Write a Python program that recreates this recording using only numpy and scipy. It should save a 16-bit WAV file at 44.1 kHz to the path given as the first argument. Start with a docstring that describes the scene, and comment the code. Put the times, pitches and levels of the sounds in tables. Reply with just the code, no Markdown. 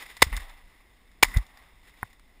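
"""Two shots from a self-loading shotgun in an open marsh, heard by a cased camera worn by the shooter.
Each blast rings the case and overloads the microphone; the action clatters, recoil rocks the mount
and the marsh returns a faint echo. The gun knocks once as it is lowered.
Clothes and reeds rustle as it swings, over faint hiss and low wind."""
import sys
import numpy as np
from scipy import signal
from scipy.fft import rfft, irfft
from scipy.io import wavfile

SR = 44100
rng = np.random.default_rng(int(sys.argv[2]) if len(sys.argv) > 2 else 0)


def master_out(mix):
    """Clip the mix to full scale and print it as 16-bit PCM to the path in sys.argv[1]."""
    frames = np.transpose(np.atleast_2d(mix))
    ceiling = np.clip(frames, -1, 1)
    pcm = np.round(ceiling * 32767).astype(np.int16)
    wavfile.write(sys.argv[1], SR, pcm)


N = 105840
FFT_SIZE = 131072
T, FREQ = np.arange(N) / SR, np.arange(FFT_SIZE // 2 + 1) * SR / FFT_SIZE


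def amp(db):
    """dB to gain."""
    return 10 ** (np.asarray(db) / 20)


def curve(points):
    """Gain per bin from (freq_hz, gain_db) points, interpolated in log frequency."""
    hz, db = np.array(points).T
    return amp(np.interp(np.log(FREQ + 1), np.log(hz), db))


def filtered(x, gain):
    """Minimum-phase filter with the given gain per bin."""
    cepstrum = irfft(np.log(gain + 1e-7))
    cepstrum[1:FFT_SIZE // 2] *= 2
    cepstrum[FFT_SIZE // 2 + 1:] = 0
    return irfft(rfft(x, FFT_SIZE) * np.exp(rfft(cepstrum)))[:N]


def noise(gain):
    """Coloured noise, rms 1."""
    x = irfft(rfft(rng.standard_normal(FFT_SIZE)) * gain)[:N]
    return x / np.std(x)


def drift(rate_hz):
    """Smooth random control signal, rms 1."""
    return noise(np.exp(-(FREQ / rate_hz) ** 2) * (FREQ > 0))


def burst(start_s, hold_s, fall_s, rise_s=.00013):
    """Linear attack; exponential decay from start_s + hold_s."""
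    attack = np.clip((T - start_s) / rise_s, 0, 1)
    return attack * np.exp(-np.maximum(T - start_s - hold_s, 0) / fall_s)


# Shots: start_s, blast_db, boom_start_hz, ring_hz, ring_db, roar_db, echo_db
SHOTS = [(0.2188, 4, 420, 1965, 2, -9, -55.5), (1.2261, 3, 520, 2332, 1.5, -26, -57.5)]
# Crack spectrum: freq_hz, gain_db
CRACK_SPECTRUM = [(150, -26), (450, -16), (900, -7), (1600, 0), (3000, 1), (9000, 0)]
# Roar spectrum: freq_hz, gain_db
ROAR_SPECTRUM = [(30, -7.5), (120, -1), (250, -1), (500, 2), (1000, 0.5), (1500, -14.5), (3000, -20.5),
                 (9000, -33.5)]


def blasts(colour):
    """The gun's own crack, then the muzzle blast: crack, thud, roar and a boom that rings the case."""
    lead_s, glide_hz_per_s, thud_hz, upper_mode_hz = .0032, 260000, 107, 3691
    crack_noise = noise(colour ** .77 * curve(CRACK_SPECTRUM))
    roar_noise = noise(curve(ROAR_SPECTRUM))
    waver_rad = .78 * drift(550)  # phase jitter of the overloaded ring
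    out = 0
    for start_s, blast_db, boom_hz, ring_hz, ring_db, roar_db, _ in SHOTS:
        muzzle_s = start_s + lead_s
        age_s = T - muzzle_s
        rad_per_hz = 2 * np.pi * age_s
        lead = amp(-16) * crack_noise * burst(start_s, lead_s, .0014, rise_s=.001)
        crack = amp(-8.5) * crack_noise * burst(muzzle_s, .0055, .0014)
        boom_rad = (boom_hz + glide_hz_per_s * age_s / 2) * rad_per_hz
        boom = amp(-.5) * np.sin(boom_rad) * burst(muzzle_s, .0015, .0013, rise_s=.0015)
        thud = amp(-26) * np.sin(thud_hz * rad_per_hz) * burst(muzzle_s, .0055, .0041)
        roar = roar_noise * burst(muzzle_s, .002, .0026)
        ring = np.sin(ring_hz * rad_per_hz + waver_rad) * burst(muzzle_s + .0025, .003, .0011)
        upper = np.sin(upper_mode_hz * rad_per_hz - waver_rad) * burst(muzzle_s + .002, .0018, .0011)
        out += amp(blast_db) * (lead + crack + boom + thud) + amp(roar_db) * roar
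        out += amp(ring_db) * (ring + amp(-6) * upper)
    return out


# Bolt, shell and stock contacts: start_s, level_db, decay_s, hardness_db
CLACKS = [(0.1669, -35.5, 0.0053, -3.5), (0.232, -29, .012, -1.5), (0.241, -42, 0.0063, -0.5),
          (0.264, -45, 0.02, -13), (0.3266, -25.5, 0.0072, -21), (0.337, -40.5, 0.028, -23),
          (0.3653, -26.5, 0.0036, 14), (0.374, -26.5, 0.0032, -13), (0.406, -41.5, 0.0033, -4),
          (0.496, -45, 0.0019, 12), (1.1149, -53, 0.0045, -5), (1.237, -31, 0.0071, 2.5),
          (1.243, -22, 0.0063, -8.5), (1.247, -40.5, 0.011, -6.5), (1.258, -46, 0.065, -2.5),
          (1.282, -43.5, 0.016, -12), (1.304, -50.5, 0.034, -13), (1.326, -46.5, 0.027, -15),
          (1.3387, -38.5, 0.015, -17), (1.362, -34, 0.009, -26), (1.370, -27, 0.0031, 14),
          (1.376, -46, .005, -12), (1.384, -35, 0.0017, -11), (1.4264, -60, 0.0027, 10.5),
          (1.4651, -50.5, .004, 5), (1.5726, -43, 0.0028, -3), (2.010, -50, 0.0023, -13),
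          (2.053, -52, .006, -10), (2.1006, -56, .006, -2), (2.1288, -51, 0.0051, -3),
          (2.1958, -47.5, 0.0018, 0)]


def clacks(colour):
    """Gun contacts: hard ones carry treble, dull ones ring the case, long scrapes start softly."""
    crossover_hz = 3700
    treble = FREQ ** 4 / (FREQ ** 4 + crossover_hz ** 4)
    dull_tilt = curve([(300, 2.5), (600, -1.5), (1050, 4), (2000, 0), (3000, -5)])
    dull = noise(colour ** 1.3 * (1 - treble) * dull_tilt)
    bright = noise(colour * treble)
    out = 0
    for start_s, level_db, decay_s, hardness_db in CLACKS:
        contact = (dull + amp(hardness_db) * bright) / np.hypot(1, amp(hardness_db))
        out += amp(level_db) * burst(start_s, 0, decay_s, rise_s=.34 * decay_s) * contact
    return out


# Mount jolts: peak_s, level_db, pitch_hz, rise_s, decay_s
JOLTS = [(0.2412, -29, 60, 0.021, 0.0066), (0.2692, -27, 62.3, 0.0028, .012),
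         (0.33, -23, 40.7, 0.011, 0.032), (0.377, -33.5, 63, 0.016, 0.0155),
         (0.425, -40.5, 26.96, 0.014, 0.093), (1.282, -30.5, 36, 0.03, 0.018),
         (1.3718, -11.5, 79, 0.0068, 0.0032), (1.3728, -17, 44.2, 0.014, 0.016),
         (1.396, -31, 56, 0.0045, .014)]
# Stock and mount rubs: start_s, level_db, decay_s
RUBS = [(0.266, -49, 0.034), (0.322, -46, 0.026), (1.232, -45, 0.016), (1.28, -51.5, 0.065),
        (1.362, -33, 0.011)]
# Rub spectrum: freq_hz, gain_db
RUB_SPECTRUM = [(40, -8.5), (110, -3), (200, 0.5), (300, -4.5), (450, -16), (1000, -35.5)]


def recoil():
    """The camera mount is shoved, rubs and sways to rest."""
    rubbing = sum(amp(db) * burst(start_s, 0, decay_s, rise_s=.0033) for start_s, db, decay_s in RUBS)
    out = rubbing * noise(curve(RUB_SPECTRUM))
    for peak_s, level_db, pitch_hz, rise_s, decay_s in JOLTS:
        age_s = T - peak_s
        attack = np.exp(-(np.minimum(age_s, 0) / rise_s) ** 2)
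        decay = np.exp(.5 - np.hypot(.5, np.maximum(age_s, 0) / decay_s))
        out -= amp(level_db) * attack * decay * np.cos(2 * np.pi * pitch_hz * age_s)
    return out


# Knock modes: pitch_hz, level_db, decay_s
KNOCK_MODES = [(111, -11.5, .008), (205.2, -14.5, 0.0036), (862, -7, 0.0027), (1033, 1, 0.0022),
               (1487, 3, 0.0011), (1800, -2.5, 0.0012)]
# Path through the mount: freq_hz, gain_db
MOUNT_RESPONSE = [(230, 2), (400, -3), (600, -15.5), (760, -0.5), (2150, 2.5), (2800, -26), (6000, -33.5)]


def knock(start_s=2.0299, bounce_s=.0055):
    """The lowered gun gives a damped knock and a small bounce, carried through the mount."""
    body = 0
    for hit_s, hit_db in [(start_s, -22.5), (start_s + bounce_s, -42)]:
        age_s = np.maximum(T - hit_s, 0)
        for pitch_hz, level_db, decay_s in KNOCK_MODES:
            mode = np.exp(-age_s / decay_s) * np.sin(2 * np.pi * pitch_hz * age_s)
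            body += amp(hit_db + level_db) * mode
    return filtered(body, curve(MOUNT_RESPONSE))


# Echo spectrum: freq_hz, gain_db
ECHO_SPECTRUM = [(40, -8), (150, -2), (300, -4.5), (700, 2.5), (1100, 1.5), (2000, -5.5), (3500, -6.5),
                 (9000, -10)]


def marsh_echo(colour, bank_delay_s=.19, flutter_db=3.2):
    """Each shot scatters back from near reeds, then a far bank, dull and uneven."""
    envelope = 0
    for start_s, *_, echo_db in SHOTS:
        reeds = burst(start_s, .094, .2, rise_s=.094)
        bank = amp(-2) * burst(start_s + bank_delay_s, .045, .16, rise_s=.045)
        envelope += amp(echo_db) * (reeds + bank)
    return envelope * noise(colour * curve(ECHO_SPECTRUM)) * amp(flutter_db * drift(25))


# Rustle envelope: time_s, level_db
RUSTLE_LEVELS = [(0, -43), (.025, -44), (.062, -49.5), (.118, -48.5), (.135, -55), (.19, -55), (.21, -51.5),
                 (.30, -51.5), (.40, -48), (0.521, -76.5), (.7, -67.5), (1.2, -75), (1.742, -72.5),
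                 (1.80, -68.5), (1.895, -56), (1.93, -67), (2.02, -61), (2.13, -64), (2.18, -79.5),
                 (2.4, -75.5)]
# Rustle spectrum: freq_hz, gain_db
RUSTLE_SPECTRUM = [(40, -3), (170, 5), (300, 6.5), (700, -1.5), (1200, -1.5), (2000, -2), (5000, -2.5),
                   (14000, 0)]


def rustle(colour, flutter_db=2.5):
    """Sleeves and reeds brush as the shooter swings."""
    time_s, level_db = np.array(RUSTLE_LEVELS).T
    envelope = amp(np.interp(T, time_s, level_db) + flutter_db * drift(90))
    return envelope * noise(colour * curve(RUSTLE_SPECTRUM))


# Hiss spectrum: freq_hz, gain_db
HISS_SPECTRUM = [(30, 15), (100, 17), (250, 21.5), (600, 3.5), (1200, -2.5), (2000, -6), (3600, -6),
                 (7000, -5), (14000, -0.5)]
# Wind spectrum: freq_hz, gain_db
WIND_SPECTRUM = [(12, -10.5), (25, -1.5), (42, -2), (65, -9.5), (100, -19), (200, -23.5), (600, -62)]


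def air(colour, gust_db=1.5):
    """Faint hiss and low wind buffeting on the case."""
    hiss = amp(-65) * noise(colour * curve(HISS_SPECTRUM))
    wind = amp(-59.5 + gust_db * drift(15)) * noise(curve(WIND_SPECTRUM))
    return hiss + wind


# Camera colour peaks: centre_hz, width_hz, gain_db
COLOUR_PEAKS = [(856, 500, -12), (1106, 180, -10.5), (2010, 220, 0.5), (2640, 660, -13), (3586, 280, -8),
                (5110, 270, -14.5), (7020, 300, -18.5), (8340, 300, -22), (9600, 280, -24.5),
                (14400, 840, -27.5)]


def camera_colour():
    """Gain per bin: case resonances up to 7 kHz, the camera's thin treble sheen peaks above."""
    power = sum(amp(db) ** 2 / (1 + ((FREQ ** 2 - centre_hz ** 2) / (width_hz * FREQ + 1)) ** 2)
                for centre_hz, width_hz, db in COLOUR_PEAKS)
    return np.sqrt(power)


def scene():
    """Mono sum at the microphone."""
    colour = camera_colour()
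    gun = blasts(colour) + marsh_echo(colour) + clacks(colour) + recoil() + knock()
    return (gun + rustle(colour) + air(colour))[None]


# Camera treble notches: centre_hz, width_hz, gain_db
NOTCHES = [(6000, 380, -16), (12160, 1600, -21)]


def record(dry):
    """The microphone clips; the camera mirrors mids into a thin sheen, notches and cuts the treble."""
    mic_limit, camera_limit, mirror_hz, cutoff_hz = .6, .63, 12000, 15300
    x = np.clip(dry[0], -mic_limit, mic_limit)
    lowpassed = filtered(x, curve([(2200, 1), (3600, -1.5), (5500, -19.5), (9000, -37)]))
    mids = np.diff(lowpassed, prepend=0)
    sheen = (amp(1) * mids + amp(-30) * x) * np.cos(2 * np.pi * mirror_hz * T)
    x = np.clip(x + sheen, -camera_limit, camera_limit)
    notch_db = sum(db * np.exp(-(2 * (FREQ - hz) / width_hz) ** 2) for hz, width_hz, db in NOTCHES)
    x = np.clip(filtered(x, amp(notch_db)), -camera_limit, camera_limit)
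    top_cut = signal.ellip(8, .2, 70, cutoff_hz, fs=SR, output="sos")
    return signal.sosfilt(top_cut, x)[None]


dry = scene()
out = record(dry)
master_out(out)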